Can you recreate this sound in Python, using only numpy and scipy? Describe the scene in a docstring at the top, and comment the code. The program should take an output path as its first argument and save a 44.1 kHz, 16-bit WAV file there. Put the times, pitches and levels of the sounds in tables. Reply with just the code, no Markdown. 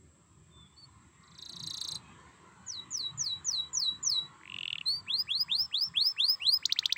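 """Caged canary outdoors.

A canary sings close by in a wire cage: a peep, a fast trill, six falling whistles, a ticking roll,
rising whistles, whip notes. Each phrase repeats one gesture of the syrinx, a near-pure swept tone;
surfaces near the cage colour it with short reflections. Behind it: low rumble, field hiss, a far bird."""
import sys
import numpy as np
from scipy import signal
from scipy.fft import rfft, irfft, next_fast_len
from scipy.io import wavfile
from scipy.ndimage import uniform_filter1d

SR = 44100
rng = np.random.default_rng(int(sys.argv[2]) if len(sys.argv) > 2 else 0)


def digitize_waveform(pressure):
    """Quantize a signal to 16-bit integers and store it at the path in sys.argv[1].

    Rows of a 2-D input are taken as channels; values are limited to [-1, 1].
    """
    field = np.atleast_2d(pressure).T
    bounded = np.clip(field, -1, 1)
    quanta = np.round(bounded * 32767).astype(np.int16)
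    wavfile.write(sys.argv[1], SR, quanta)


N = 307377
BAND_LIMIT_HZ = 16150

# background spectra: f/Hz, relative density/dB
RUMBLE_SPECTRUM = [(15, -55), (25, -21.5), (38, -26.5), (58, -27), (70, -2), (145, 2), (170, 1.5),
                   (237, -8.5), (352, -7.5), (466, -20), (600, -25), (780, -37.5), (1320, -120)]
FIELD_SPECTRUM = [(260, -51.5), (450, -14), (540, -15.5), (685, -12.5), (759, -11), (1060, 0.5),
                  (1390, -6.5), (1590, -11.5), (1950, -8.5), (2800, -17.5), (3250, -14.5), (4370, -21),
                  (5000, -31), (6800, -21.5), (8840, -53.5), (15000, -120)]
INSECT_SPECTRUM = [(6000, -13), (6900, -13), (7500, 7), (8100, 1), (8600, -11.5), (9400, -25.5),
                   (13500, -47), (15200, -18.5), (16200, -26.5)]
# background drift: t/s, relative field level/dB, relative rumble level/dB
BACKGROUND_LEVELS = [(0.0, -78, -63.5), (1.26, -69.5, -66.5), (1.82, -61.5, -61.5), (2.75, -65, -64.5),
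                     (3.18, -63, -63), (5.75, -66.5, -65), (6.06, -64.5, -66.5), (6.97, -64.5, -69)]

# syrinx gestures, before stretch and pitch factor: t/ms, f/Hz, relative level/dB
FAR_GESTURE = [(0, 3585, -14), (40, 3555, -2), (95, 3545, 0), (135, 3465, -2), (170, 3300, -9)]
PEEP_GESTURE = [(0, 4260, -15), (19.6, 4500, 1.5), (55, 4570, -6), (80, 4380, 5), (98, 4520, -9)]
TRILL_GESTURE = [(0, 6480, -19), (1.5, 6530, -13), (4, 6250, -10), (8, 4950, -8), (12, 4030, 1),
                 (15, 3750, -4.5), (19, 3250, -19)]
SLUR_GESTURE = [(0, 6960, -11), (14, 7080, -7), (38, 6200, -1), (89, 4650, -3), (109, 4155, -1.5),
                (133, 3960, -2), (166, 3870, 1.5), (184, 3910, -7), (259, 3930, -21)]
TICK_GESTURE = [(0, 4270, -20), (2, 3160, 0), (4, 2656, 6), (6, 2500, -22)]
LINK_GESTURE = [(0, 3990, -24), (12, 4050, 0), (28, 4100, 3), (42, 4300, 3), (65, 4440, -2),
                (105, 4630, -4), (130, 4650, -11), (157, 4580, -17)]
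RISE_GESTURE = [(0, 1500, -28), (9, 2250, -25.5), (25.34, 2620, -7.5), (42.5, 3250, -2), (65, 3573, -6.5),
                (83.4, 4080, -0.5), (114, 4447, -3), (143.9, 4860, 1), (170, 5077, -7.5),
                (204, 4910, -13.5)]
LAST_RISE_GESTURE = [(0, 2000, -35), (10.2, 2370, -22), (29.1, 2810, -9), (46.3, 2950, -8.5),
                     (70, 3630, -7.5), (75.6, 3920, 2), (118, 4530, -4.5), (147, 4970, 1.5),
                     (153, 5140, -5.5), (182.5, 5070, -7)]
LEAD_GESTURE = [(0, 1500, -16), (3, 1780, -5), (7, 2260, 0), (12, 2600, -2), (19, 3030, -7),
                (29, 3400, -13)]
WHIP_GESTURE = [(0.0, 2450, -36), (1.5, 3280, -3), (3.0, 3780, 2), (5.0, 4450, -2), (7.0, 6000, -14),
                (10.0, 6220, -25.5), (14.0, 6450, -36)]

# single notes: t/s, effort/dB
FAR_NOTE = [(0.507, -57.5)]
PEEP_NOTE = [(0.762, -52)]
LINK_NOTE = [(4.854, -27)]
LAST_RISE_NOTE = [(6.396, -21.5)]
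# phrase swells: t/s, effort/dB
TRILL_SWELL = [(1.228, -59.5), (1.343, -50.5), (1.385, -38.5), (1.52, -38.5), (1.66, -31.5), (1.87, -29.5),
               (1.95, -30.5)]
ROLL_SWELL = [(4.41, -53), (4.455, -43), (4.54, -35), (4.68, -30), (4.735, -29), (4.78, -34.5), (4.81, -33)]
# falling whistles: t/s, effort/dB, stretch, max length/ms
SLUR_NOTES = [(2.664, -37, 0.8, 186), (2.906, -31.5, 0.97, 210), (3.175, -30, 0.94, 219),
              (3.445, -28.5, 0.96, 240), (3.73, -26.5, 0.97, 257), (4.027, -26, 0.97, 254)]
# rising whistles: t/s, effort/dB, stretch, pitch factor, max length/ms
RISE_NOTES = [(5.064, -27, .94, 1.01, 164), (5.268, -26, 1, 1.02, 169), (5.48, -24, .91, 1.064, 186),
              (5.711, -25.5, .88, 1.075, 190), (5.938, -22.5, .93, 1.053, 186),
              (6.163, -22, .98, 1.037, 192)]
# whip notes: t/s, effort/dB, stretch, pitch factor, lead-in effort/dB
WHIP_NOTES = [(6.6529, -15.5, 0.96, 1.102, -41.5), (6.7211, -16.5, 1.07, 1.013, -35.5),
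              (6.7878, -15.5, 0.85, 1.02, -37.5), (6.8552, -17, .85, 0.96, -36.5),
              (6.9224, -16, .91, 0.963, -36.5), (6.988, -16, 0.98, .97, -34.5)]
# breaks in the voice: f/Hz
LINK_BREAKS_HZ = [4100]
RISE_BREAKS_HZ = [2950, 3550, 4400]

# harmonics from the 2nd up, before drive and colour: level/dB
TRILL_HARMONICS_DB = [-15, -42]
SLUR_HARMONICS_DB = [-32, -35]
RISE_HARMONICS_DB = [-34, -33, -54]
WHIP_HARMONICS_DB = [-41, -42, -42]
# overtone response of beak and microphone: f/Hz, gain/dB
OVERTONE_RESPONSE = [(4000, -6), (6000, -2), (6900, 5), (7800, 5), (9500, 1), (10800, -3), (11700, -23),
                     (12700, -11), (13900, -11), (14500, 8), (15400, 13), (16100, 6)]
# near reflections, per phrase as the head turns: delay/ms, gain
TRILL_REFLECTIONS = [(1.085, 0.36), (1.49, 0.15), (2.22, 0.12)]
SLUR_REFLECTIONS = [(0.299, 0.17), (0.692, 0.16), (0.991, 0.21), (1.354, 0.5), (1.734, 0.027),
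                    (1.972, 0.05), (2.363, 0.13), (7.057, 0.09)]
TICK_REFLECTIONS = [(1.145, 0.36), (1.393, 0.4)]
RISE_REFLECTIONS = [(0.539, 0.37), (1.198, 0.2), (1.416, 0.17), (1.815, 0.094), (2.126, 0.11),
                    (2.665, 0.17), (8.322, 0.082), (8.427, 0.068)]
WHIP_REFLECTIONS = [(0.6, 0.044), (1.073, 0.27), (1.203, 0.33), (2.2, 0.23)]


def amp(db):
    """dB to gain."""
    return 10 ** (np.asarray(db) / 20)


def unit_rms(x):
    """Scale to rms 1."""
    return x / np.sqrt(np.mean(x ** 2) + 1e-20)


def spectrum_db(points, hz):
    """Interpolate a spectrum over log frequency."""
    at_hz, db = np.transpose(points)
    return np.interp(np.log(hz + 1), np.log(at_hz + 1), db)


def add(mix, start_s, sound):
    """Mix in at start_s."""
    part = mix[round(start_s * SR):][:len(sound)]
    part += sound[:len(part)]


def wander(size, rate_hz):
    """Smooth noise, rms about 1."""
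    span = max(size, SR)
    lowpass = np.exp(-(np.fft.rfftfreq(span, 1 / SR) / rate_hz) ** 2)
    return unit_rms(irfft(rfft(rng.standard_normal(span)) * lowpass, span))[:size]


def patchy_noise(spectrum, patchy_db):
    """Coloured noise with patches drifting in time and frequency."""
    hz = np.fft.rfftfreq(4096, 1 / SR)
    real, imag, patches = rng.standard_normal((3, N // 1024 + 5, len(hz)))
    patches = uniform_filter1d(patches, size=5, axis=0)
    patches = unit_rms(uniform_filter1d(patches, size=12, axis=1))
    frames = (real + 1j * imag) * amp(spectrum_db(spectrum, hz) + patchy_db * patches)
    return unit_rms(signal.istft(frames.T, nperseg=4096, noverlap=3072)[1][:N])


def outdoors():
    """Lumpy far rumble with a low drone, field hiss and a thin, steady insect-like band."""
    t = np.arange(N) / SR
    at_s, *levels_db = np.transpose(BACKGROUND_LEVELS)
    field_db, rumble_db = (np.interp(t, at_s, db) for db in levels_db)
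    lumps = wander(next_fast_len(N), rate_hz=13.5)[:N]
    drone = amp(-7) * patchy_noise([(60, -60), (74, -10), (79, 0), (88, -24), (110, -80)], patchy_db=0)
    rumble = amp(4) * patchy_noise(RUMBLE_SPECTRUM, patchy_db=4)
    field = amp(field_db + 4.5 + .51 * lumps) * patchy_noise(FIELD_SPECTRUM, patchy_db=4)
    insects = amp(-70) * patchy_noise(INSECT_SPECTRUM, patchy_db=1)
    return amp(rumble_db + 1.2 * lumps) * (rumble + drone) + field + insects


def voice_catches(ms, sweep_hz, breaks_hz, scatter_ms=3, width_ms=2.2):
    """A brief flick, up or down, near each crossing of a break in the voice."""
    flick = np.zeros(len(ms))
    for hz in breaks_hz:
        at_ms = ms[np.argmin(abs(sweep_hz - hz))] + scatter_ms * rng.standard_normal()
        depth = rng.choice([-1, 1]) * (.5 + rng.random())
        flick += depth * np.exp(-((ms - at_ms) / width_ms) ** 2)
    return flick


def syllable(gesture, harmonics_db, jitter, hiss_db, growth, breaks_hz,
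             effort_db, stretch=1, pitch=1, max_ms=np.inf):
    """One syrinx gesture: returns a near-pure tone with hiss, and its unevenly flaring overtones."""
    at_ms, gesture_hz, gesture_db = np.transpose(gesture)
    length_ms = min(at_ms[-1] * stretch, max_ms)
    ms = np.arange(0, length_ms, 1000 / SR)
    sweep_hz = pitch * np.interp(ms / stretch, at_ms, gesture_hz)
    flick = voice_catches(ms, sweep_hz, breaks_hz)
    glide_hz_per_s = abs(np.gradient(sweep_hz)) * SR
    unsteady = .25 + uniform_filter1d(np.minimum(glide_hz_per_s / 15000, 1), size=300)
    hz = sweep_hz * (1 + .06 * flick + jitter * unsteady * wander(len(ms), 300))
    phase = 2 * np.pi * np.cumsum(hz) / SR

    flutter_db = 1.6 * unsteady * wander(len(ms), 170)
    contour_db = np.interp(ms / stretch, at_ms, gesture_db) + flutter_db - flutter_db.mean()
    attack_ms, release_ms = .012 * length_ms, .035 * length_ms
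    ramp = np.clip(np.minimum(ms / attack_ms, (length_ms - ms) / release_ms), 0, 1)
    choke_db = -4.5 * abs(flick)
    envelope = amp(effort_db + contour_db + choke_db) * np.sin(np.pi / 2 * ramp) ** 2

    rasp_rad = .05 * (unsteady + 2 * abs(flick)) * wander(len(ms), 1300)
    # louder notes are brighter, the highest purer; growth ties brightness to the contour
    drive_db = .5 * (effort_db + 26) + growth * contour_db - .013 * np.maximum(hz - 5500, 0)
    overtones = np.zeros(len(ms))
    for k, level_db in enumerate(harmonics_db, 2):
        in_band = k * hz < BAND_LIMIT_HZ + 1000
        flare_db = 4 * unsteady * np.minimum(wander(len(ms), 90), 1)
        overtones += in_band * amp(level_db + drive_db + flare_db) * np.sin(k * (phase + rasp_rad))
    hiss = (amp(hiss_db + drive_db) + amp(-42) * abs(flick)) * rng.standard_normal(SR)[:len(ms)]
    return envelope * (np.sin(phase) + hiss), envelope * overtones


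def phrase(gesture, notes, reflections=(), harmonics_db=(),
           jitter=.003, hiss_db=-70, growth=.4, breaks_hz=()):
    """One gesture per note; sweeps swell and dip across the comb of the reflections."""
    tones, overtones = np.zeros((2, N))
    for start_s, *note in notes:
        tone, upper = syllable(gesture, harmonics_db, jitter, hiss_db, growth, breaks_hz, *note)
        add(tones, start_s, tone)
        add(overtones, start_s, upper)
    size = next_fast_len(N + 4096)
    hz = np.fft.rfftfreq(size, 1 / SR)
    direct = rfft(tones, size) + rfft(overtones, size) * amp(spectrum_db(OVERTONE_RESPONSE, hz))
    comb = 1 + sum(gain * np.exp(-2j * np.pi * hz * ms / 1000) for ms, gain in reflections)
    return irfft(direct * comb, size)[:N]


def scatter(x, t60_s, wet_db):
    """Add a diffuse tail of faint reflections."""
    t = np.arange(SR // 2) / SR
    tail = rng.standard_normal(len(t)) * amp(-60 * t / t60_s) * np.minimum(t / .004, 1)
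    return x + amp(wet_db) * signal.oaconvolve(x, tail / np.linalg.norm(tail))[:N]


def far_bird():
    """One soft whistle from across the field."""
    return scatter(phrase(FAR_GESTURE, FAR_NOTE, jitter=.0028), t60_s=.81, wet_db=-5.5)


def peep():
    """The canary's quiet opening note."""
    return phrase(PEEP_GESTURE, PEEP_NOTE, harmonics_db=[-14], jitter=.004)


def late_bounce(x, delay_ms, bounce_db):
    """A farther surface returns only each sweep's low end; the high end is beamed past it."""
    band = signal.butter(2, [3500, 4500], "bandpass", fs=SR, output="sos")
    delay = round(delay_ms * SR / 1000)
    return x + amp(bounce_db) * np.pad(signal.sosfilt(band, x), (delay, 0))[:N]


def cage_ring(x, hz, width_hz, t60_s, ring_db):
    """One band lingers among the bars and roof."""
    band = signal.butter(2, [hz - width_hz / 2, hz + width_hz / 2], "bandpass", fs=SR, output="sos")
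    return x + signal.sosfilt(band, scatter(x, t60_s, ring_db) - x)


def trill(count=21, beat_s=.0353, early_s=.0115, settle_beats=1.8):
    """Falling chirps settle into a steady beat; sung facing away, so more arrives scattered."""
    beat = np.arange(count)
    start_s = 1.2388 + beat_s * beat - early_s * np.exp(-beat / settle_beats)
    effort_db = np.interp(start_s, *np.transpose(TRILL_SWELL))
    stretch, pitch = (1 + rng.standard_normal((count, 2)) * [.045, .013]).T
    chirps = phrase(TRILL_GESTURE, zip(start_s, effort_db, stretch, pitch), TRILL_REFLECTIONS,
                    TRILL_HARMONICS_DB, jitter=.0088, hiss_db=-20, growth=.44)
    chirps = late_bounce(chirps, delay_ms=8.2, bounce_db=-11)
    chirps = scatter(chirps, t60_s=.11, wet_db=-15.5)
    return cage_ring(chirps, hz=3950, width_hz=700, t60_s=.06, ring_db=-6)


def falling_whistles():
    """Slurs, each louder than the last, level out and beat with their own ring at the bend."""
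    notes = [(start_s, db, stretch, 1, max_ms) for start_s, db, stretch, max_ms in SLUR_NOTES]
    # negative growth: the octave outlasts the tone
    slurs = phrase(SLUR_GESTURE, notes, SLUR_REFLECTIONS, SLUR_HARMONICS_DB, jitter=.007, growth=-.25)
    return cage_ring(slurs, hz=4250, width_hz=600, t60_s=.12, ring_db=-8)


def roll(count=18, beat_s=.02153, drag_s=.0325, climb_beats=3.65):
    """Ticks climb, swell, lengthen and slow; alternate ones draw apart, high and low."""
    beat = np.arange(count)
    progress = beat / beat[-1]
    split = (-1) ** beat * progress
    start_s = 4.4107 + beat_s * beat + drag_s * progress ** 4
    pitch = 1.062 * (1 - .376 * np.exp(-beat / climb_beats)) * (1 + .092 * split)
    effort_db = np.interp(start_s, *np.transpose(ROLL_SWELL)) + 1.5 * split
    stretch = np.linspace(.82, 1.13, count)
    return phrase(TICK_GESTURE, zip(start_s, effort_db, stretch, pitch), TICK_REFLECTIONS,
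                  harmonics_db=[-30, -33, -44], jitter=.015, hiss_db=-42)


def rising_whistles():
    """A held linking note, then seven upward sweeps; the voice catches on the way up."""
    link = phrase(LINK_GESTURE, LINK_NOTE, harmonics_db=[-27, -24], jitter=.011,
                  breaks_hz=LINK_BREAKS_HZ)
    rises = phrase(RISE_GESTURE, RISE_NOTES, RISE_REFLECTIONS, RISE_HARMONICS_DB,
                   jitter=.0062, breaks_hz=RISE_BREAKS_HZ)
    last = phrase(LAST_RISE_GESTURE, LAST_RISE_NOTE, RISE_REFLECTIONS, RISE_HARMONICS_DB,
                  jitter=.0041, breaks_hz=RISE_BREAKS_HZ[1:])
    return link + rises + last


def whips(lead_s=.0295):
    """Each note: a soft low lead-in, then a very fast upward crack."""
    lead_notes = [(start_s - lead_s, lead_db) for start_s, *_, lead_db in WHIP_NOTES]
    leads = phrase(LEAD_GESTURE, lead_notes, harmonics_db=[-18], jitter=.022)
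    cracks = phrase(WHIP_GESTURE, [note[:-1] for note in WHIP_NOTES], WHIP_REFLECTIONS,
                    WHIP_HARMONICS_DB, jitter=.017, hiss_db=-37.5)
    return leads + cracks


def canary():
    """The song, with a short and a longer tail from the surroundings."""
    song = peep() + trill() + falling_whistles() + roll() + rising_whistles() + whips()
    song = scatter(song, t60_s=.045, wet_db=-19)
    return scatter(song, t60_s=.35, wet_db=-28)


def scene():
    """Mono mix."""
    return (canary() + far_bird() + outdoors())[None]


def record(dry):
    """Recorder band limit."""
    lowpass = signal.firwin(401, BAND_LIMIT_HZ, window=("kaiser", 8), fs=SR)
    return signal.oaconvolve(dry, lowpass[None], "same")


dry = scene()
out = record(dry)
digitize_waveform(out)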